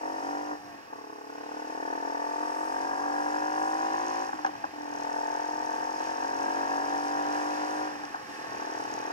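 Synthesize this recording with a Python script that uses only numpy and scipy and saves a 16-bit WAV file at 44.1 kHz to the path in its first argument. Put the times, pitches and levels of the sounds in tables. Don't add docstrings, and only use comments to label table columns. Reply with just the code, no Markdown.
import sys
import numpy as np
from scipy import signal
from scipy.fft import rfft, irfft, next_fast_len
from scipy.io import wavfile
from scipy.ndimage import uniform_filter1d

SR = 44100
rng = np.random.default_rng(int(sys.argv[2]) if len(sys.argv) > 2 else 0)


def linear_from_db(decibels):
    return 10 ** (np.asarray(decibels, float) / 20)


def generate_wav(sig):
    pcm = np.round(np.clip(np.atleast_2d(sig).T, -1, 1) * 32767).astype(np.int16)
    wavfile.write(sys.argv[1], SR, pcm)


N = 402191
T = np.arange(N) / SR
SIZE = next_fast_len(N + 8192)
HZ = np.arange(SIZE // 2 + 1) * SR / SIZE
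SNAP_S = 0.095

# centre_hz, width_hz, left_db, right_db, right_lead_rad
BOOM = [(102.4, 47, -24.5, -19, 0.5), (162, 170, -18.5, -41, -2), (234, 39, -21, -13, -1.4),
        (298.3, 45.4, 5.5, 8, -0.97), (371, 51, -1, -8, 2.44)]
PIPE = [(432.5, 102, -8, -7.5, -0.5), (552.3, 46, -4.5, -6, -2.5), (675.5, 88, -14.5, -9, 0.94),
        (782.7, 46.7, 0.5, 0.5, -2), (885, 136, 3, -1.5, -2.5), (1026, 86, -9, -12, -2),
        (1135, 170, -11, -11, -3), (1346, 290, -16.5, -15.5, -3), (1466, 400, -15, -17.5, -2.5),
        (1720, 110, -18.5, -10.5, -2.5), (1890, 150, -22.5, -19, -1.5)]
SHELL = [(1700, 1150, 6, 6, -2.5), (2453, 290, 3, 5.5, -2), (2795, 640, -1, -1, 0.6),
         (4270, 3360, -6.5, -4, 3)]
VENT = [(4840, 440, 0, 2.5, -1.1), (5560, 1040, 3.5, 6.5, -1.58), (7170, 1240, -4.5, -8.5, -1),
        (10070, 4300, -13, -17.5, 0.6)]
# firing_hz, level_db, lag_turns
BOOM_BY_REVS = [(35, -0.5, 0.034), (38.3, -3, -0.0068), (39.9, -2.5, -0.053), (43.13, -5.5, 0.056),
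                (45.57, -3, 0.252), (48, -2.5, 0.486), (47.9, -2.5, 0.507), (55.3, -1.5, 0.481)]


def level(x, db):
    return x * linear_from_db(db) / np.sqrt(np.mean(x ** 2))


def ring(x, modes):
    hz, width, left_db, right_db, lead = np.transpose(modes)[:, :, None]
    grid = np.linspace(0, SR / 2, 4097)
    shape = np.minimum(grid / hz, 1) / (1 + ((grid - hz) / (width / 2)) ** 2)
    gain = np.sqrt([np.sum((linear_from_db(db) * shape) ** 2, axis=0) + 1e-12 for db in (left_db, right_db)])
    cepstrum = irfft(np.log(gain).mean(axis=0))
    phase = 2 * rfft(cepstrum[:4096], 8192).imag
    phase = phase + np.outer([0, 1], np.interp(grid, hz[:, 0], lead[:, 0]))
    gain = [np.interp(HZ, grid, g) * np.exp(1j * np.interp(HZ, grid, p)) for g, p in zip(gain, phase)]
    return irfft(rfft(x, SIZE) * gain, SIZE)[:, :N]


def driven(x, modes, db):
    return level(ring(x, modes), 0) * linear_from_db(db)


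def noise(alike):
    common, left, right = rng.standard_normal((3, N))
    alike = np.clip(alike, 0, 1)
    return np.sqrt(alike) * common + np.sqrt(1 - alike) * np.array([left, right])


def colour(x, points):
    hz, db = np.transpose(points)
    return irfft(rfft(x, SIZE) * linear_from_db(np.interp(np.log(HZ + 1), np.log(hz), db)), SIZE)[:, :N]


def walk(rate):
    hold = int(SR / rate)
    steps = np.repeat(rng.standard_normal(N // hold + 1), hold)
    return 1.1 * uniform_filter1d(uniform_filter1d(steps, hold), hold)[:N]


def bump(s, length):
    return np.exp(-((T - s) / length) ** 2)


def clicks(seconds, size):
    out = np.zeros(N + 1)
    at = np.clip(seconds * SR, 0, N - 1)
    whole = at.astype(int)
    np.add.at(out, whole, size * (1 + whole - at))
    np.add.at(out, whole + 1, size * (at - whole))
    return out[:N]


def road(road_db, gust_db):
    # centre_hz, width_hz, left_db, right_db, right_lead_rad
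    roar = [(393, 100, -10.5, -9.5, -1), (513, 46, -14, -4.5, -2.5), (684, 196, -7.5, -26, -.5),
            (839, 72, -2, -3, 0), (903, 170, -16, -17, -2), (1101, 130, -10.5, -4.5, -1.5),
            (1310, 240, -12, -11.5, -2.5), (1621, 250, -10.5, -8, -2), (1813, 137, -10, -9, -1.5)]
    # pitch_hz, level_db (per Hz)
    rumble = [(12, -59), (20, -16), (48, -16.5), (107, -3.5), (178, -7.5), (240, 4), (310, -50),
              (530, -120)]
    # time_s, level_db
    wind = [(0.0, -93), (0.62, -61.5), (0.9, -64.5), (1.1, -71.5), (4.11, -78), (4.37, -64), (7.16, -66),
            (7.6, -66), (8.03, -59.5), (9.12, -61)]
    out = driven(noise(0.67), SHELL, road_db + gust_db + walk(8))
    out += driven(noise(0.6), roar, road_db + 4.5 + walk(.6) + walk(12))
    buffet = linear_from_db(np.interp(T, *np.transpose(wind)) + 3 * walk(12))
    return out + level(colour(noise(0.52), rumble + [(500, -39)]), 1.14) * buffet


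def gas(gas_db, turns):
    # centre_hz, width_hz, left_db, right_db, right_lead_rad
    visor = [(7820, 1800, -1, 3, -0.33), (10100, 3300, -2, -6, 0.36)]
    # time_s, level_db, length_s
    whistles = [
        (0.196, 2, 0.29),
        (2.7, 5, 0.28),
        (3.003, 5.5, 0.16),
        (3.7, 9, 0.082),
        (6.499, -1, 0.37),
        (7.5, 3.5, .3),
    ]
    pulse = 1 + 0.2 * np.cos(2 * np.pi * (turns - .3))
    out = driven(pulse * noise(0.86), VENT, gas_db + 0.58 * walk(24))
    whistle_db = sum(db * bump(s, length) for s, db, length in whistles)
    flutter_db = walk(3) + 3.5 * walk(9)
    return out + driven(noise(0.84), visor, gas_db - 17.5 + whistle_db + flutter_db)


def valve(tick_db, turns, cycle):
    late_s = .0003 * rng.standard_normal(len(cycle))
    size = linear_from_db(1.8 * rng.standard_normal(len(cycle)))
    tap = clicks(np.interp(cycle + .48, turns, T) + late_s, size)
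    rattle = signal.oaconvolve(tap, np.exp(-T[:300] / .0013))[:N] * rng.standard_normal(N)
    # centre_hz, width_hz, left_db, right_db, right_lead_rad
    seat = [(5890, 1204, 16.0, 17.0, -1.66), (6820, 299, 7.5, 2.0, -0.96), (8890, 2800, -8.0, -8.0, 0.022)]
    return driven(.32 * rattle + .7 * tap, seat, tick_db + 1.0)


def pops():
    # time_s, peak_db, crack_db (over peak), return_ms, return_db
    bursts = [
        (0.932, -34, -30, 16.15, -4),
        (4.291, -25, -35, 13.8, -8),
        (4.331, -22.5, -36, 22, -4),
        (4.4486, -13.5, -29, 15.8, -0.5),
        (4.553, -32, -20, 13, -5),
        (4.641, -19, -38, 11.3, -4),
        (8.037, -27, -19, 16.4, -16),
        (8.145, -23.5, -39, 11.4, 3),
    ]
    # lag_s, size
    chatter = [
        (.0002, 6.5),
        (.0014, 2.7),
        (.0026, 6),
        (.0038, 8.7),
    ]
    # centre_hz, width_hz, left_db, right_db, right_lead_rad
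    knock = [(794, 120, 0.5, -3.5, -2), (980, 270, 0, -4, -3), (1220, 300, -22.5, -3.5, -3),
             (1580, 360, -2, -3.5, -2.5)]
    # centre_hz, width_hz, left_db, right_db, right_lead_rad
    clunk = [(570, 81, -7, -10, -1.1), (1015, 125, -1, -1, -1.7), (1480, 150, -8, -6, -1.1)]
    body, crack = np.zeros(N), np.zeros(N)
    t = np.arange(2000) / SR
    for s, db, crack_db, back_ms, back_db in bursts:
        grit = rng.standard_normal(2000)
        blow = sum(size * np.exp(-np.abs(t - lag) / .00006) for lag, size in chatter)
        blow = blow + .5 * np.exp(-t / 0.001) * grit
        since = t - back_ms / 1000
        back = (t > back_ms / 1000) * np.exp(-np.abs(since) / 0.0086) * grit
        snap = np.exp(-np.abs(t - .001) / .0012) * grit
        back_snap = back * (.3 + 2 * np.exp(-np.abs(since) / .001))
        at = int((s - .0015) * SR)
        body[at:at + 2000] += linear_from_db(db) * (blow + linear_from_db(back_db + 5.0) * back)
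        crack[at:at + 2000] += linear_from_db(db + crack_db) * (snap + back_snap)
    body = uniform_filter1d(body, size=7)
    out = linear_from_db(0.5) * ring(body, knock) + linear_from_db(-30) * ring(body, PIPE)
    out += linear_from_db(-11.5) * ring(body, BOOM) + linear_from_db(-25.5) * ring(body, SHELL)
    out += linear_from_db(8.0) * ring(crack, [(2680, 1600, -1.0, 3.0, -1.4)] + VENT[:2])
    return out + linear_from_db(-2.5) * ring(body, clunk)


def stroke(turns, orders=slice(0, 48)):
    # order, level_db, arrival_turns
    blow = [(0.99, 9, -.1), (6.64, 12, 0.012), (7.8, 9, 0.031), (9.8, 10, -0.029), (12.1, 11.5, -0.021),
            (13.95, 12.5, -0.014), (17.4, 8, 0.049), (17, 8, 0.017), (20.64, 8.5, 0.012), (25, 4.5, 0.022),
            (25.8, 1, 0.046), (27.9, 11, 0.045), (31.8, 6.5, 0.1), (48, 0, 0.23)]
    order = np.arange(1, 49)
    at, db, late = np.transpose(blow)
    turn = np.cumsum(np.interp(order, at, late))
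    partials = linear_from_db(np.interp(order, at, db)) * np.exp(-2j * np.pi * turn)
    lines = np.zeros(2049, complex)
    lines[order[orders]] = partials[orders]
    return np.interp(turns % 1, np.arange(4097) / 4096, np.resize(irfft(lines), 4097))


def exhaust_blows(turns, hz):
    # firing_hz, trip_ms
    trip_by_revs = [(35, 5.18), (40, 4.975), (45, 4.927), (49, 4.702), (55, 4.55)]
    # time_s, first_return_db, second_return_db
    blows = [(0.0, -5, -26), (0.5, -12, -16), (1.1, -9, -17), (1.5, -5, -16), (1.75, -13, -12),
             (2.1, -6.5, -8), (2.4, -7, -5.5), (2.9, -5.5, -14), (3.5, -5, -23), (4.2, -5, -38),
             (4.8, -10, -20), (5.3, -6.5, -17), (6.0, -5, -20), (6.8, -9, -36), (7.8, -9, -24),
             (8.4, -13, -12), (9.12, -13, -11)]
    # time_s, ahead_db, main_db, first_return_db
    edges = [(0.0, -19, -1, -4), (0.5, -11, -1, -9), (1.1, -38, -3, -0.5), (1.5, -25, -10, 0.5),
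             (1.75, -42, -1.5, -2.5), (2.1, -42, 0, -1.5), (2.4, -23, -1, -1), (2.9, -26, -1.5, 1),
             (3.5, -14, 1.5, 1.5), (4.2, -16, 0.5, 1.5), (4.8, -20, -7, 3), (5.3, -15, 1, 2),
             (6.0, -13, 0.5, 0.5), (6.8, -9.5, -0.5, -1.5), (7.8, -5, -0.5, -4.5), (8.4, -16, -6, 1.5),
             (9.12, -23, -6.5, 2.5)]
    trip = np.interp(hz, *np.transpose(trip_by_revs)) / 1000 * hz
    s, *levels = np.transpose(blows)
    body, last = (linear_from_db(np.interp(T, s, db)) for db in levels)
    s, *levels = np.transpose(edges)
    ahead, edge, keen = (linear_from_db(np.interp(T, s, db)) for db in levels)
    low, high = slice(0, 15), slice(15, 48)
    first = turns + trip
    wave = body * stroke(first - trip, low) + keen * stroke(first - trip, high)
    wave += ahead * stroke(first + trip, high) - last * stroke(first - 2 * trip)
    wave -= stroke(first, low) + edge * stroke(first, high)
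    return wave, first


def header(turns, hz, voice):
    s, ring_hz, low_db, high_db = np.transpose(voice)
    since = turns % 1 / hz
    angle = 2 * np.pi * np.interp(T, s, ring_hz) * since + np.array([[0], [-2.4]])
    tones = linear_from_db(np.interp(T, s, low_db)) * np.sin(angle)
    tones = tones + linear_from_db(np.interp(T, s, high_db)) * np.sin(1.17 * angle)
    return tones * level(since * np.exp(-since / 0.0038), 3.2)


def engine(hz, exhaust_db, boom_db, gas_db, tick_db):
    # start_s, end_s
    shifts = [
        (.53, .93),
        (4.28, 4.73),
        (7.93, 8.4),
    ]
    # time_s, level_db, length_s
    flares = [
        (3.019, 8.5, 0.22),
        (3.951, 0, 0.22),
    ]
    # centre_hz, width_hz, left_db, right_db, right_lead_rad
    rasp = [(1006, 100, -3.5, -0.5, -1.3), (1165, 177, -2, -15, -0.44)]
    # time_s, pitch_hz, level_db (over exhaust), upper_db
    header_voice = [(0.0, 1544, -23, -18), (0.5, 1600, -26, -21), (1.3, 1480, -12, -30),
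                    (1.8, 1512, -23, -15), (2.6, 1570, -25, -19), (2.9, 1630, -10.5, -28),
                    (3.5, 1670, -13, -32), (4.2, 1725, -23, -35), (4.9, 1530, -15, -25),
                    (5.5, 1564, -20, -25), (6.3, 1632, -14, -27), (7.0, 1692, -14, -34),
                    (7.8, 1693, -19, -29), (8.5, 1500, -28, -18), (9.12, 1530, -24, -24)]
    # time_s, pitch_hz, level_db, upper_db
    collector_voice = [(0.0, 1097, -18, -22), (0.5, 1130, -16, -18), (1.0, 1120, -10, -24),
                       (1.7, 1087, -14.5, -19), (2.3, 1147, -10.5, -19), (2.75, 1190, -12.5, -22),
                       (2.95, 1026, -17, -23), (3.5, 1047, -14, -25), (4.2, 1090, -13, -25),
                       (4.9, 1100, -17, -27), (5.4, 1135, -14.5, -27), (6.0, 1170, -16, -28),
                       (6.3, 1000, -16, -23), (7.0, 1034, -15, -23), (7.85, 1080, -17, -24),
                       (8.4, 1120, -16, -23), (9.12, 1140, -15, -25)]
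    # time_s, length_s, order, level_db
    hums = [
        (0.68, 0.08, 15, -53),
        (0.966, 0.05, 32, -55),
        (1.03, 0.08, 24, -59),
        (4.85, 0.12, 7, -52),
        (1.2, 0.3, 12, -54.5),
        (4.598, 0.12, 15, -54),
    ]
    turns = np.cumsum(hz) / SR + .29
    cycle = np.arange(1, int(turns[-1]))
    shut = uniform_filter1d(sum((T > a) & (T < b) for a, b in shifts) * 1., size=2000)
    late = np.interp(turns, cycle, rng.standard_normal(len(cycle))) * (.001 + .0055 * shut)
    size = linear_from_db(np.interp(turns, cycle, rng.standard_normal(len(cycle))) * (1.1 + 2.2 * shut))
    wave, first = exhaust_blows(turns - late, hz)
    out = driven(size * wave, PIPE, exhaust_db - 2.8 * shut)
    boom_lag = np.interp(hz, *np.transpose(BOOM_BY_REVS)[::2])
    out += driven(size * stroke(first - boom_lag), BOOM, boom_db)
    song = header(first - .05, hz, header_voice) + header(first - .04, hz, collector_voice)
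    out += size ** 2 * song * linear_from_db(exhaust_db - 5.3 * shut)
    for s, length, order, db in hums:
        hum = np.sin(2 * np.pi * round(order) * turns - np.array([[0], [1.5]]))
        out += linear_from_db(db + 4.5) * bump(s, length) * hum
    puff = np.exp(np.cos(2 * np.pi * (turns - .3)))
    flare_db = sum(db * bump(s, length) for s, db, length in flares)
    out += driven(puff * noise(.9), PIPE, exhaust_db - 19 + 8 * shut + flare_db)
    out += driven(puff * noise(0.95), rasp, exhaust_db - 22.5 + flare_db)
    out += driven(noise(0.85), BOOM, boom_db - 13.5 + 2.8 * shut)
    return out + gas(gas_db, turns) + valve(gas_db + tick_db, turns, cycle)


def throttle_effort():
    # time_s, exhaust_db
    effort = [(0.0, -40), (0.32, -37), (0.55, -40.5), (1.0, -49), (1.2, -49.5), (1.5, -43), (1.93, -39),
              (2.6, -39), (3.0, -37.5), (3.9, -36.5), (4.18, -36), (5.06, -40.5), (6.12, -39.5), (6.6, -36),
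              (7.7, -36.5), (7.88, -37), (8.6, -43.5), (9.12, -42.5)]
    # shut_s, reopened_s, drop_db, roll_on_s
    throttle = [
        (0.488, 0.972, -5.5, 0.069),
        (4.228, 5.043, -10, 0.34),
        (7.848, 8.58, -7.5, 0.3),
    ]
    effort_db = np.interp(T, *np.transpose(effort))
    for shut, opened, db, roll in throttle:
        closed = np.clip(np.minimum((T - shut) / SNAP_S, (opened - T) / roll), 0, 1)
        effort_db = effort_db + closed * (db - 7.5 * (T - shut))
    return effort_db


def gearbox(hz):
    # bite_s, pulled_s, road_speed_per_rev, first_tick_db, last_tick_db
    gears = [
        (0.0, 0.49, 1.04, -14, -14),
        (1.052, 4.36, 1.3, -21, -2.5),
        (4.82, 7.85, 1.53, -1.5, -8.5),
        (8.5, 9.26, 2.12, -5.5, -2),
    ]
    ratio = sum(((T >= a) & (T <= b)) * r for a, b, r, *_ in gears)
    speed = np.interp(T, T[ratio > 0], (hz * ratio)[ratio > 0])
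    bites, pulled, _, first_db, last_db = np.transpose(gears)
    coast_db = 0 * bites - 49
    corners = np.transpose([bites - SNAP_S, bites, pulled, pulled + SNAP_S]).ravel()
    ticks = np.transpose([coast_db, first_db, last_db, coast_db]).ravel()
    return 20 * np.log10(speed / 48), np.interp(T, corners, ticks)


def scene():
    # time_s, firing_hz
    revs = [(0.0, 45.43), (0.4, 49.33), (0.53, 50.04), (0.86, 43.49), (0.94, 35.7), (1.17, 35.0),
            (1.9, 39.86), (3.0, 48.05), (3.55, 51.36), (4.28, 54.65), (4.5, 47.2), (4.74, 42.43),
            (5.02, 41.72), (5.4, 43.35), (6.85, 48.0), (7.87, 50.82), (8.37, 38.93), (9.12, 39.84)]
    # time_s, boom_db, exhaust_db, length_s
    thumps = [(0.525, 3, 1.5, 0.025), (0.59, -3.5, -1.5, 0.049), (0.88, -1, 1, 0.044), (0.758, 4, 2, 0.021),
              (0.93, 5, 6.5, 0.023), (4.74, 3.5, 0.5, 0.03), (4.345, 12, 5, 0.023), (4.1, 0, -1.5, 0.055),
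              (4.475, 6.5, 5, 0.075), (4.8, 9.5, 2, 0.15), (8.3, 10.5, 6, 0.012), (8.26, -8, -6, 0.038),
              (8.368, 0, -4, 0.024), (8.331, 3, 3, 0.026)]
    # time_s, level_db, length_s
    gusts = [
        (3.08, -0.5, 0.062),
        (3.597, -0.5, 0.11),
        (4.322, 0.5, 0.047),
        (4.466, 5, 0.015),
        (5.758, 1.5, 0.032),
        (6.04, 2.5, 0.078),
        (6.809, -1, 0.032),
        (7.078, 1.5, 0.041),
        (7.355, 2.5, 0.048),
        (8.34, 3, 0.067),
    ]
    hz = uniform_filter1d(np.interp(T, *np.transpose(revs)), size=2000)
    effort_db = throttle_effort()
    speed_db, tick_db = gearbox(hz)
    pull_db = effort_db + 41
    gust_db = sum(db * bump(s, length) for s, db, length in gusts)
    boom_db = -42.0 + 0.97 * pull_db + np.interp(hz, *np.transpose(BOOM_BY_REVS)[:2])
    boom_db = boom_db + sum(db * bump(s, length) for s, db, _, length in thumps)
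    exhaust_db = effort_db + sum(db * bump(s, length) for s, _, db, length in thumps)
    gas_db = -59 + 0.48 * pull_db + speed_db + 0.97 * gust_db
    road_db = -57.5 + 0.19 * pull_db + 1.49 * speed_db
    out = road(road_db + 3.5, gust_db) + pops()
    return out + engine(hz, exhaust_db + 6.0, boom_db + 0.5, gas_db + 1.5, tick_db)


def low_pass(x):
    return signal.sosfilt(signal.butter(12, 16590, fs=SR, output="sos"), x)


def record(dry):
    # pitch_hz, level_db (per Hz)
    hiss = [(200, -32), (4000, -38), (9000, -24), (16000, -19)]
    # pitch_hz, level_db
    top = [(15650, 0), (15850, -70)]
    mix = dry + level(colour(noise(0.58), hiss), -70.0)
    return low_pass(colour(mix, top))


dry = scene()
out = record(dry)
generate_wav(out)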